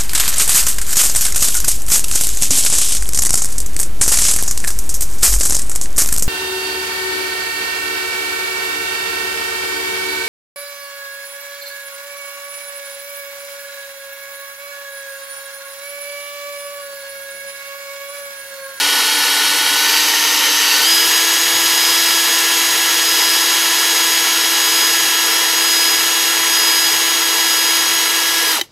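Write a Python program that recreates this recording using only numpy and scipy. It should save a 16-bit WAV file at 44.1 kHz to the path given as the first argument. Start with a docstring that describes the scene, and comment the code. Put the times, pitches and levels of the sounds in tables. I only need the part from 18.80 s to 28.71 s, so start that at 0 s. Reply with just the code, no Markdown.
"""A close cordless drill whines and rattles, with a thin whistle on light trigger; at 2 s it steps up
to full speed. The five-slot motor sings on multiples of its shaft speed; gear teeth and bit rattle the
housing as the bit is worked back and forth through a hand-held plastic handle, rubbing in its hole.
On release, near 9.7 s, the motor brakes and the spindle lock clacks twice.
Behind it: soft hand thuds on a towel, mains hum and the air of a small, dry room."""
import sys
import numpy as np
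from scipy import signal
from scipy.fft import rfft, irfft, next_fast_len
from scipy.io import wavfile

SR = 44100
rng = np.random.default_rng(int(sys.argv[2]) if len(sys.argv) > 2 else 0)


def persist_wave(psi):
    """Save psi, clipped to +-1, as 16-bit WAV."""
    counts = np.round(np.clip(psi, -1, 1) * 32767).astype(np.int16)
    wavfile.write(sys.argv[1], SR, np.atleast_2d(counts).T)


N = 437031
T = np.arange(N) / SR
FFT_SIZE = next_fast_len(N + SR // 2, real=True)
BINS_HZ = np.maximum(np.arange(FFT_SIZE // 2 + 1) * SR / FFT_SIZE, 1)
SLOTS = 5


def undb(db):
    """Decibels to gain."""
    return 10 ** (np.asarray(db) / 20)


def unit(x):
    """Scale to rms 1."""
    return x / np.sqrt(np.mean(x ** 2))


def curves(table):
    """Each column after the first, interpolated over time."""
    times_s, *columns = np.transpose(table)
    return [np.interp(T, times_s, column) for column in columns]


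def colour(x, gain):
    """Filter by a gain per frequency."""
    return irfft(rfft(x, FFT_SIZE) * gain, FFT_SIZE)[:N]


def noise(gain):
    """Coloured noise, rms 1."""
    return unit(colour(rng.standard_normal(N), gain))


def resonance(hz, width_hz):
    """Gain of a band-pass applied twice."""
    return 1 / (1 + ((BINS_HZ / hz - hz / BINS_HZ) * hz / width_hz) ** 2)


def drift(rate_hz):
    """Slow random drift, rms 1."""
    return noise(1 / (1 + (BINS_HZ / rate_hz) ** 2))


def swell(middle_s, length_s):
    """Half-cosine rise and fall, peak 1."""
    return np.cos(np.pi * np.clip((T - middle_s) / length_s, -.5, .5))


def partial(angle, db, flutter_db, slip_rad):
    """One line of the motor; bearing play shakes its level and phase."""
    amplitude = np.sqrt(2) * undb(db + flutter_db * drift(41))
    return amplitude * np.sin(angle + rng.uniform(0, 2 * np.pi) + slip_rad * drift(36))


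# room air spectrum: freq_hz, relative_density_db
AIR_SPECTRUM = [(20, -4), (60, -8), (140, -1.5), (400, 0), (1500, -13), (5000, -10), (15000, -34)]

def room_air(level_db=-51.5):
    """Steady, mostly low noise of the room."""
    hz, db = np.transpose(AIR_SPECTRUM)
    return undb(level_db) * noise(undb(np.interp(np.log(BINS_HZ), np.log(hz), db)))


# hand thuds: middle_s, length_s, level_db
THUDS = [(2.76, .1, -43), (2.9, .3, -53), (3.94, 0.22, -52), (4.22, .2, -57), (5.5, .3, -57),
         (6.2, .15, -51), (7.2, 0.33, -51), (7.5, .12, -55), (8.13, 0.32, -50), (8.38, .15, -55),
         (9.1, .3, -54)]

def hands(shifting_db=-60.5, spread_db=3.5):
    """Hands on the towel: low thuds over faint shifting."""
    rumble = noise(resonance(97, 97))
    thuds = sum(undb(db) * swell(s, length_s) for s, length_s, db in THUDS)
    shifting = undb(shifting_db + spread_db * drift(4))
    return rumble * np.hypot(thuds, shifting)


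def background(hum_hz=120, hum_db=-62.5):
    """Hands, mains hum and room air."""
    return hands() + undb(hum_db) * np.sin(2 * np.pi * hum_hz * T) + room_air()


def reflections(x, t60_s=0.17, wet_db=-27):
    """Short, quiet room tail, different at each ear."""
    age_s = T[:SR // 3]
    tails = rng.standard_normal((2, len(age_s))) * np.exp(-np.log(1000) * age_s / t60_s) * (age_s > .003)
    tails /= np.sqrt(np.sum(tails ** 2, axis=1, keepdims=True))
    return undb(wet_db) * signal.fftconvolve(x[None], tails, axes=1)[:, :N]


# speed control tone: time_s, pitch_hz, level_db
CONTROL_TONE = [(0, 4358, -28), (.62, 4350, -27), (.9, 4346, -29), (1.05, 4325, -45), (1.2, 4315, -80)]

def control_whistle():
    """Chopped motor current sings until the trigger is pulled further."""
    hz, db = curves(CONTROL_TONE)
    return partial(2 * np.pi * np.cumsum(hz) / SR, db, flutter_db=-0.8, slip_rad=.15)


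# bit against the hole wall: middle_s, length_s, pitch_hz, level_db
BIT_RUBS = [(1.91, 0.098, 2750, -21), (2.075, .1, 3070, -19), (2.19, 0.28, 3070, -25),
            (3.158, 0.48, 5400, -31), (4.5, 0.57, 5450, -30), (5.65, .25, 5400, -31),
            (6.55, 0.29, 5400, -26), (9.55, 0.38, 5330, -29)]

def bit_rubbing(width_hz=220):
    """Friction on the plastic swells and fades in one narrow resonance of the bit."""
    return sum(undb(db) * swell(s, length_s) * noise(resonance(hz, width_hz))
               for s, length_s, hz, db in BIT_RUBS)


# lock catches: start_s, gain_db
LOCK_CATCHES = [(9.7955, -22.5), (9.813, -13.5)]
# chuck and spindle modes: pitch_hz, relative_db, t60_s
CHUCK_MODES = [(347, -6.5, 0.054), (810, -15, .06), (2010, 0, 0.027), (3060, 3, .04), (3850, 4, 0.02),
               (5356, -14, .03), (6471, -14, .04), (8812, -22, .04), (11230, -18, .035)]

def spindle_lock(crack_decay_s=0.0037):
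    """Each catch cracks and rings the chuck; the clack carries no bass."""
    clacks = np.zeros(N)
    for start_s, gain_db in LOCK_CATCHES:
        age_s = np.maximum(T - start_s, 0)
        ring = sum(undb(db) * np.sin(2 * np.pi * hz * age_s) * np.exp(-np.log(1000) * age_s / t60_s)
                   for hz, db, t60_s in CHUCK_MODES)
        crack = noise(resonance(3400, 8400)) * np.exp(-age_s / crack_decay_s) * (age_s > 0)
        clacks += undb(gain_db) * (ring + crack)
    return signal.sosfilt(signal.butter(4, 330, "highpass", fs=SR, output="sos"), clacks)


# trigger travel: time_s, position (0 light, 1 half, 2 full)
TRIGGER_TRAVEL = [(0, 0), (.92, 0), (1.15, 1), (2.03, 1), (2.08, 2)]

def by_trigger(levels):
    """Blend light, half and full values by trigger position."""
    position, = curves(TRIGGER_TRAVEL)
    return np.interp(position, np.arange(3), levels)


# pushes through the hole: middle_s, length_s, relative_force
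BIT_PUSHES = [(1.14, 0.46, 0.6), (1.93, 0.31, 0.66), (2.132, 0.25, 0.9), (2.33, 0.27, 0.5), (3.14, 1, 0.46),
              (4.436, 0.65, 0.44), (5.15, 0.61, 0.24), (6.0, 0.52, 0.58), (7.02, .52, 0.73),
              (7.92, 0.54, 0.73), (8.788, 0.53, 0.5), (9.695, .11, 0.9)]

def push_force(shape=0.86):
    """Hand force on the drill; a shape below 1 holds longer and lets go faster."""
    return sum(force * swell(s, length_s) ** shape for s, length_s, force in BIT_PUSHES)


# housing and gearbox resonances: centre_hz, width_hz, relative_db
HOUSING_MODES = [(319, 150, -14), (463, 119, -7), (530, 15, -13), (858, 296, -7), (966, 150, -5),
                 (1120, 170, -7), (1370, 227, -3.5), (1796, 230, -2), (1987, 380, -4), (2260, 250, -4),
                 (2930, 880, -1), (3130, 140, -8), (3897, 590, -2), (4744, 1050, -4.5), (5610, 750, -5.5),
                 (6404, 850, -6), (7820, 1640, -10.5), (9880, 2300, -12), (11200, 850, -10.5),
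                 (12180, 760, -7), (14100, 1900, -18)]
# rattle on light, half and full trigger: gain_db, treble_offset_db
RATTLE_GAINS = [(-20, -4.5), (-18, -4), (-19, -0.5)]

def rattle(angle, running, slot_depth=0.27, turn_depth=0.09, wear_db_per_s=0.216):
    """Dense tooth and chip impacts bunch at every slot and every turn and ring the housing."""
    force = push_force()
    gain_db, treble_db = map(by_trigger, np.transpose(RATTLE_GAINS))
    gain_db = gain_db + .5 * force - wear_db_per_s * T  # eases as the hole wears wider
    treble_db = treble_db + 1.7 * force
    impacts = rng.standard_normal(N) * (rng.random(N) < .7)
    once_a_turn = sum(np.cos(k * angle) for k in range(1, SLOTS)) / 2
    impacts = unit(impacts * (1 + slot_depth * np.cos(SLOTS * angle) + turn_depth * once_a_turn))
    body = unit(np.sqrt(sum((undb(db) * resonance(hz, width_hz)) ** 2
                            for hz, width_hz, db in HOUSING_MODES)))
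    low = 1 / (1 + (BINS_HZ / 1500) ** 4)
    high = 1 / (1 + (6800 / BINS_HZ) ** 6)
    drone = colour(impacts, body * low) * undb(by_trigger([-15, -15.67, -16.34]) + 0.67 * drift(10))
    mids = colour(impacts, body * (1 - low - high)) * undb(gain_db + 4)
    treble = colour(impacts, body * high) * undb(gain_db + treble_db + 6)
    flicker = undb(0.14 * drift(25))
    return (drone + mids + treble) * running * flicker


# shaft harmonics by trigger position: multiple, light_db, half_db, full_db
SHAFT_ORDERS = [(1, -40, -39, -35), (2, -55, -48, -43), (3, -34, -33, -36), (4, -50, -45, -39),
                (6, -35, -30, -36), (8, -35, -41, -42), (11, -28, -43, -42), (12, -44, -44, -37),
                (13, -31, -38, -37), (16, -46, -44, -41), (17, -48, -31, -36), (18, -31, -33, -48),
                (19, -37, -40, -41), (21, -43, -36, -42), (24, -37, -42, -41), (25, -43, -37, -37),
                (26, -35, -42, -45), (28, -44, -47, -40), (30, -36, -44, -34), (31, -40, -38, -45),
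                (32, -34, -44, -49), (33, -36, -39, -47), (34, -43, -47, -40), (35, -35, -36, -39),
                (36, -36, -42, -45), (37, -33, -50, -46), (38, -40, -42, -46), (39, -46, -42, -42),
                (40, -32, -32, -45), (41, -38, -34, -45), (43, -42, -52, -55), (46, -48, -44, -58),
                (48, -47, -54, -60)]

def shaft_harmonics(angle):
    """Weaker lines from the uneven brushes and armature."""
    lines = np.zeros(N)
    for multiple, *levels_db in SHAFT_ORDERS:
        loose = min(multiple / 3, 1)  # the once-a-turn hum of imbalance is steadiest
        slip_rad = 0.15 * loose + 0.007 * multiple
        lines += partial(multiple * angle, by_trigger(levels_db), 2.56 * loose, slip_rad)
    return lines


# speed of each SLOT_LEVELS row: shaft_hz
SLOT_SPEEDS = [180, 295, 299, 305, 306.8, 330]
# slot harmonics, running free: h1_db, h2_db, h3_db, h4_db
SLOT_LEVELS = [(-27, -38, -32, -38), (-28, -30, -34, -35), (-27, -31, -29, -29), (-33, -36, -31, -28.5),
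               (-46, -28, -31, -26.5), (-29, -28, -28, -25)]
# change on pushing, rubbing and drawing the bit out: h1_db, h2_db, h3_db, h4_db
PUSH_CHANGE = [1.3, 1.9, 11.7, 0.98]
RUB_CHANGE = [-0.5, 1, 1, -3]
WITHDRAW_CHANGE = [3.5, -4, -5.5, -10]

def slot_whine(angle, shaft_hz, withdraw_start_s=9.2, withdraw_length_s=.5, release_s=9.725):
    """Strong harmonics of the armature slots, which the case passes differently at each speed."""
    contact = sum(swell(s, length_s) for s, length_s, _, _ in BIT_RUBS)
    withdrawn = np.clip((T - withdraw_start_s) / withdraw_length_s, 0, 1)
    levels_db = np.array([np.interp(shaft_hz, SLOT_SPEEDS, db) for db in np.transpose(SLOT_LEVELS)])
    levels_db += np.outer(PUSH_CHANGE, push_force())
    levels_db += np.outer(RUB_CHANGE, contact)
    levels_db += np.outer(WITHDRAW_CHANGE, withdrawn)
    levels_db[2:] -= 14 * np.clip((T - release_s) / 0.023, 0, 1)  # no current: the top two die first
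    return sum(partial(k * SLOTS * angle, db, flutter_db=1.29, slip_rad=0.12)
               for k, db in enumerate(levels_db, 1))


def motor(angle, running, shaft_hz):
    """Slot and shaft lines fade as the shaft stops; the small case radiates little bass."""
    lines = slot_whine(angle, shaft_hz) + shaft_harmonics(angle)
    turning = np.clip((shaft_hz - 45) / 70, 0, 1)
    return colour(lines * running * turning, 1 / (1 + (220 / BINS_HZ) ** 8))


# speed as the trigger is squeezed and the bit bites: time_s, shaft_hz
SHAFT_SPEED = [(0, 293.6), (.93, 295.5), (1.02, 299.8), (1.14, 303.7), (1.38, 306.9), (1.82, 306.4),
               (1.95, 300.7), (2.035, 299.8), (2.085, 332), (2.6, 333.1), (3.1, 334.4), (3.4, 333.4),
               (6.5, 333), (9.66, 332.5), (9.75, 326)]

def shaft_motion(waver_hz=.45, half_speed_s=9.787, brake_tau_s=.0125):
    """Shaft speed and running gain: the unsteady hand wavers the speed, the brake takes both to zero."""
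    brake = 1 / (1 + np.exp((T - half_speed_s) / brake_tau_s))
    driven_hz, = curves(SHAFT_SPEED)
    return (driven_hz + waver_hz * drift(4)) * brake, brake ** 0.65


def scene():
    """Drill just left of centre; the treble of its rattle spreads between gearbox and bit."""
    shaft_hz, running = shaft_motion()
    angle = 2 * np.pi * np.cumsum(shaft_hz) / SR
    drill = motor(angle, running, shaft_hz) + rattle(angle, running)
    drill += bit_rubbing() * running + control_whistle() + spindle_lock()
    # the drill sounds wider in the treble and in a narrow band near 1.7 kHz
    treble_band = 1 / (1 + (4000 / BINS_HZ) ** 14) / (1 + (BINS_HZ / 13000) ** 14)
    side_bands = treble_band + resonance(1710, 120)
    side = colour(drill, side_bands * (undb(-31) - 1j * undb(-19.5)))
    side += colour(rattle(angle, running), undb(-18) * side_bands)
    side += undb(-27) * background()
    return np.array([drill + side, drill - side]) + reflections(drill) + background()


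def record(dry, ceiling=.95, top_hz=15750):
    """Round the highest peaks and cut the top."""
    rounded = dry / (1 + (dry / ceiling) ** 8) ** (1 / 8)
    return signal.sosfiltfilt(signal.ellip(10, .05, 60, top_hz, fs=SR, output="sos"), rounded)


dry = scene()
out = record(dry)
persist_wave(out)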